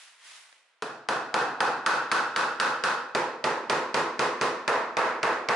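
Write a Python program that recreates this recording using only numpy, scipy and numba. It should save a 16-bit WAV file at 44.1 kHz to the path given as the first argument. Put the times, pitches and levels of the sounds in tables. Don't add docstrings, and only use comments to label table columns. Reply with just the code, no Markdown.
import sys
import numpy as np
from scipy import signal
from scipy.fft import rfft, irfft
from scipy.io import wavfile
from numba import njit

SR = 44100
rng = np.random.default_rng(int(sys.argv[2]) if len(sys.argv) > 2 else 0)


def dump_mix(stems):
    frames = np.atleast_2d(stems).T
    limited = np.clip(frames, -1, 1)
    pcm = np.round(limited * 32767).astype(np.int16)
    wavfile.write(sys.argv[1], SR, pcm)


N = 244755

LENGTH = 44100
T = np.arange(LENGTH) / SR
FREQS = np.maximum(np.fft.rfftfreq(LENGTH, 1 / SR), 1)
BLOW_DB = 19.5
KNOCK_DB, ROOM_DB, CRACK_DB, RING_DB = -6.5, -0.5, -0.5, 2.5
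MOVE_S = 3.0
PACE_S, SHIFT, SHIFT_PER_S = 0.2504, 0.64, 6.2

# (time [s], force [dB], extra direct knock of a square hit [dB])
MALLET_BLOWS = [(0.8224, -13.5, 5.5), (1.0872, -3, 1.5), (1.3417, 1, -1.5), (1.6048, 0.5, 2.5),
                (1.8625, 2, 3.5), (2.1156, 1, 5), (2.3618, 0, 0), (2.5997, 1, 1), (2.8376, -0.5, -2.5),
                (3.149, -1.5, 4), (3.4408, -0.5, 1), (3.6973, 0, 2.5), (3.943, 0, 0.5), (4.1929, 0, 0),
                (4.4122, -1.5, 2), (4.6781, 4.5, 0), (4.9689, 5, -11), (5.2302, 3.5, -1.5),
                (5.487, 4.5, -2)]


def mallet(detune=0.0018, seating_db=-15):
    out = np.zeros((2, N))
    paths = contact()
    rings = frame_ring(column=1), frame_ring(column=2)
    bodies = body(column=1), body(column=2)
    edge = causal(crack_contour() + CRACK_DB)
    thud, loose = bench_thud(), loose_board()
    pauses = np.diff([blow[0] for blow in MALLET_BLOWS], prepend=0)
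    for number, (s, force_db, square_db) in enumerate(MALLET_BLOWS):
        spot = int(s > MOVE_S)
        shift = np.clip(SHIFT + SHIFT_PER_S * (pauses[number] - PACE_S), 0, 1)
        paths = np.sqrt(1 - shift ** 2) * paths + shift * contact()
        knock, room, crack = rfft(paths)

        pace = 1 + detune * rng.standard_normal()
        bent_ring = np.array([np.interp(T * pace, T, side) for side in rings[spot]])
        ring = undb(ROOM_DB + RING_DB) * rfft(bent_ring)

        struck_wood = (knock * undb(KNOCK_DB + square_db) + room + ring) * bodies[spot]
        low_modes = rfft(thud + loose * undb(seating_db * number))
        blow = struck_wood + crack * edge + low_modes
        coloured = irfft(blow * causal(joint_colour(s, force_db)))
        add(out, s, coloured * undb(BLOW_DB + force_db))
    return out


# (start time [s], thump [dB], joint resonance at first [Hz], joint resonance level [dB], crack [dB])
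JOINT_STAGES = [(0.7, 0.5, 681, 7, 1.4), (1.75, -2.5, 1340, 2, 4), (3.0, 2.5, 860, 3.5, -0.5),
                (3.55, 3, 975, 3.5, 1.5), (4.55, -1.4, 626, 2, -3.5)]
THUMP_PER_FORCE, CRACK_PER_FORCE = -0.37, -0.27
JOINT_RISE_OCTAVES_PER_S = 0.2


def joint_colour(s, force_db, thump_hz=450, crack_hz=2500, joint_octaves=0.18):
    since_s, thump_db, joint_hz, joint_db, crack_db = [stage for stage in JOINT_STAGES if stage[0] < s][-1]
    joint_hz = joint_hz * 2 ** (JOINT_RISE_OCTAVES_PER_S * (s - since_s))
    thump_db = thump_db + THUMP_PER_FORCE * force_db
    crack_db = crack_db + CRACK_PER_FORCE * force_db
    low_shelf = thump_db / (1 + (FREQS / thump_hz) ** 4)
    high_shelf = crack_db / (1 + (crack_hz / FREQS) ** 4)
    octaves_away = np.log2(FREQS / joint_hz)
    return low_shelf + high_shelf + joint_db * np.exp(-(octaves_away / joint_octaves) ** 2)


# (delay [s], level [dB], left minus right [dB])
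NEAR_ECHOES = [(.0068, -11, -1.5), (0.024, -12.5, -1), (.048, -13.5, -6)]


def contact(soft_hz=3500):
    room = undb(ROOM_DB) * reverberation()
    slap = burst(t60=0.01, rise_s=0.00023, side_db=-35)
    slap = irfft(rfft(slap) / (1 + 1j * FREQS / soft_hz))
    for delay, db, pan_db in NEAR_ECHOES:
        gain = undb(db + np.array([[pan_db], [-pan_db]]) / 2)
        room = room + gain * np.roll(slap, int(delay * SR), axis=1)
    knock = burst(t60=0.1, rise_s=0.00098, side_db=-22)
    crack = burst(t60=0.016, rise_s=0.000073, side_db=-5.0)
    return np.array([knock, room, crack])


def burst(t60, rise_s, side_db):
    mid, side = rng.standard_normal((2, LENGTH))
    stereo = mid + np.array([[1], [-1]]) * undb(side_db) * side
    return unit(stereo * fade(t60) * (1 - np.exp(-T / rise_s)))


# (frequency [Hz], level [dB])
CRACK_TONE = [(100, -51), (500, -11), (1200, -15.5), (2500, -11), (4500, -19), (7000, -23.5), (11000, -38)]


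def crack_contour():
    return contour(CRACK_TONE, FREQS)


# (frequency [Hz], decay t60 [s], level [dB])
THUD_MODES = [(143.2, 0.21, -10.5), (213, 0.23, -4), (2530, 0.15, -39), (4720, 0.017, -12)]


def bench_thud():
    return sum(mode(*row) for row in THUD_MODES)


# (frequency [Hz], decay t60 [s], level at the first blow [dB])
LOOSE_MODES = [(426, .53, 17), (447, .43, 18), (783, .42, 7), (993, .34, 11), (2393, .13, -5)]


def loose_board():
    return sum(mode(*row) for row in LOOSE_MODES)


# (frequency [Hz], struck at the end [dB], struck in the middle [dB])
FRAME_MODES = [(141.5, 8.7, 7.7), (251.5, 9.5, 9.5), (309, 3.3, 3.5), (328.5, 4.5, 4.4), (439, 3.1, 2.2),
               (500.5, 3.1, 1.5), (528, 2.0, 6.0), (610.5, 4.3, 4.6), (655, 3.9, 3.5), (743, 7.4, 5.6),
               (844, 5.8, 1.1), (871, 1.0, 2.6), (935, 5.1, 2.1), (963, 4.9, 2.5), (1001, 2.6, 2.9),
               (1027, 2.3, 3.6), (1072, 2.6, 1.5), (1127, 4.9, -0.3), (1306, 5.3, 2.4), (1361, 3.8, 1.6),
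               (1409, 5.1, 3.9), (1541, 5.0, 5.4), (1721, 3.1, 2.8), (1837, 4.2, 5.3), (2160, 4.5, 3.0),
               (2514, 3.9, 3.7)]


def frame_ring(column, t60=0.62, build_s=0.028, apart_hz=2200):
    ring = 0
    draws = rng.uniform(-1.16, 1, (len(FRAME_MODES), 2))
    for row, (phase, lag) in zip(FRAME_MODES, draws):
        hz, db = row[0], row[column]
        stereo_phase = np.pi * phase + np.array([[lag], [-lag]]) * hz / apart_hz
        ring = ring + mode(hz, t60, db, stereo_phase)
    return ring * (1 - np.exp(-T / build_s))


def mode(hz, t60, db, phase=np.pi / 2):
    peak_scale = 2 * np.log(1000) / (t60 * SR)
    return undb(db) * peak_scale * fade(t60) * np.sin(2 * np.pi * hz * T + phase)


# (frequency [Hz], struck at the end [dB], struck in the middle [dB])
BODY_SLOPE = [(40, -42, -38), (98, -28, -27.5), (139, -19, -18.5), (292, -15.5, -16), (682, -11, -9),
              (1460, -1, -2.5), (2305, -17.5, -10.5), (4540, -16, -14.5), (7080, -24.5, -22),
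              (11540, -29.5, -30)]
# (frequency [Hz], width [Hz], struck at the end [dB], struck in the middle [dB])
BODY_PEAKS = [(145.5, 46, 7, 3), (250, 63, 5.5, 6), (333.8, 64, 9, 9.5), (424.6, 108, 5, 8),
              (502.7, 106, 10.5, 11.5), (636, 104, 6, 5.5), (840, 130, 5.5, 4), (984, 288, 6, 6),
              (1110, 118, 4, 3), (1307, 86, 1, 4), (1314, 28, 4, 1), (1494, 310, 4, -0.5),
              (1824, 490, 3.5, 4), (2554, 218, 11, 5), (3200, 1200, 1, -2.5)]


def body(column):
    peaks = 0
    for hz, width, *dbs in BODY_PEAKS:
        peaks = peaks + dbs[column - 1] / (1 + (2 * (FREQS - hz) / width) ** 2)
    return causal(contour(BODY_SLOPE, FREQS, axis=column) + peaks)


# (frequency [Hz], decay t60 [s])
ROOM_DECAY = [(120, 0.69), (350, 0.75), (800, 0.73), (1600, 0.68), (3500, 0.58), (6000, 0.53),
              (10000, 0.39)]


def reverberation(build_s=0.021):
    noise, tail = diffuse(LENGTH), 0
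    centres, t60s = np.transpose(ROOM_DECAY)
    for share, t60 in zip(np.eye(len(centres)), t60s):
        band = np.interp(np.log(FREQS), np.log(centres), share)
        tail = tail + irfft(noise * band) * fade(t60)
    return unit(tail * (1 - np.exp(-T / build_s)))


# (frequency [Hz], side minus mid [dB])
DIFFUSE_SIDE = [(100, -22), (330, -21), (620, -13), (1100, -8), (2000, -7), (3500, -3), (6500, -1.5),
                (11000, -0.5)]


def diffuse(size):
    mid, side = rfft(rng.standard_normal((2, size)))
    freqs = np.maximum(np.fft.rfftfreq(size, 1 / SR), 1)
    width = undb(contour(DIFFUSE_SIDE, freqs))
    return (mid + np.array([[1], [-1]]) * width * side) / np.sqrt(1 + width ** 2)


# (frequency [Hz], level [dB])
CLOTH_TONE = [(35, -84), (60, -53), (232, -32), (896, -6.5), (2050, -1), (2290, -4.5), (2500, -3.5),
              (3240, -5.5), (4400, -10.5), (6960, -15), (11000, -19), (14300, -52), (22000, -120)]
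# (time [s], hold length [s], level before grain and treble lift [dB])
ARM_SWINGS = [(0.0, 0.016, -52.5), (0.273, 0.087, -52)]
SWISH_PER_LEVEL = 0.25


def sleeve(grain_db=1.0, grain_rate=160, swish_hz=4000, swish_db=8):
    t = np.arange(N) / SR
    freqs = np.maximum(np.fft.rfftfreq(N, 1 / SR), 1)
    level_db = np.max([swing(t, *row) for row in ARM_SWINGS], axis=0)
    bright_db = SWISH_PER_LEVEL * (level_db - level_db.max())
    rub = diffuse(N) * undb(contour(CLOTH_TONE, freqs))
    treble = 1 / (1 + (swish_hz / freqs) ** 4)
    dull = irfft(rub * (1 - treble), N)
    swish = irfft(rub * treble, N) * undb(bright_db + swish_db)
    slips_db = grain_db * np.interp(t * grain_rate, np.arange(N), rng.standard_normal(N))
    return (dull + swish) / irfft(rub, N).std() * undb(level_db + slips_db)


def swing(t, s, length_s, db, rise_db_per_s=111, fall_db_per_s=58):
    before_s = np.maximum(s - t, 0)
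    after_s = np.maximum(t - s - length_s, 0)
    return db - rise_db_per_s * before_s - fall_db_per_s * after_s


def board_tick(tick_s=0.526, tick_db=-28):
    out = np.zeros((2, N))
    tick = burst(t60=0.014, rise_s=0.00089, side_db=2) + reverberation() / 2
    coloured = irfft(rfft(tick) * causal(crack_contour()))
    add(out, tick_s, coloured * undb(BLOW_DB + tick_db))
    return out


def room_air(air_db=-70):
    band = signal.butter(2, [600, 3000], "band", fs=SR, output="sos")
    air = signal.sosfilt(band, irfft(diffuse(N), N))
    return air / air.std() * undb(air_db)


def undb(db):
    return 10 ** (np.asarray(db) / 20)


def contour(points, freqs, axis=1):
    points = np.array(points)
    return np.interp(np.log(freqs), np.log(points[:, 0]), points[:, axis])


def causal(db):
    cepstrum = irfft(db * np.log(10) / 20)
    cepstrum[1:LENGTH // 2] *= 2
    cepstrum[LENGTH // 2 + 1:] = 0
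    return np.exp(rfft(cepstrum))


def fade(t60):
    return np.exp(-np.log(1000) * T / t60)


def unit(x):
    return x / np.sqrt(np.mean(np.sum(x ** 2, axis=-1)))


def add(out, s, sound):
    start = int(s * SR)
    out[:, start:start + LENGTH] += sound[:, :N - start]


def scene(pan_db=-0.7):
    layers = mallet() + sleeve() + board_tick() + room_air()
    return layers * undb(np.array([[pan_db], [-pan_db]]) / 2)


@njit
def follow(x, attack, release):
    env, e = np.empty(len(x)), 0.
    for i in range(len(x)):
        e += (x[i] - e) * (attack if x[i] > e else release)
        env[i] = e
    return env


def record(dry, threshold_db=-16.0, attack_s=0.00026, release_s=0.058, slope=0.69, ceiling_db=-8, top_hz=11050):
    dry = signal.sosfilt(signal.butter(2, 62, "high", fs=SR, output="sos"), dry)
    attack, release = 1 - np.exp(-1 / (attack_s * SR)), 1 - np.exp(-1 / (release_s * SR))
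    env = follow(np.abs(dry).max(axis=0), attack, release)
    limited = dry * np.maximum(env / undb(threshold_db), 1) ** -slope
    rounded = undb(ceiling_db) * np.tanh(limited / undb(ceiling_db))
    top_cut = signal.ellip(10, .2, 80, top_hz, fs=SR, output="sos")
    return signal.sosfilt(top_cut, rounded)


dry = scene()
out = record(dry)
dump_mix(out)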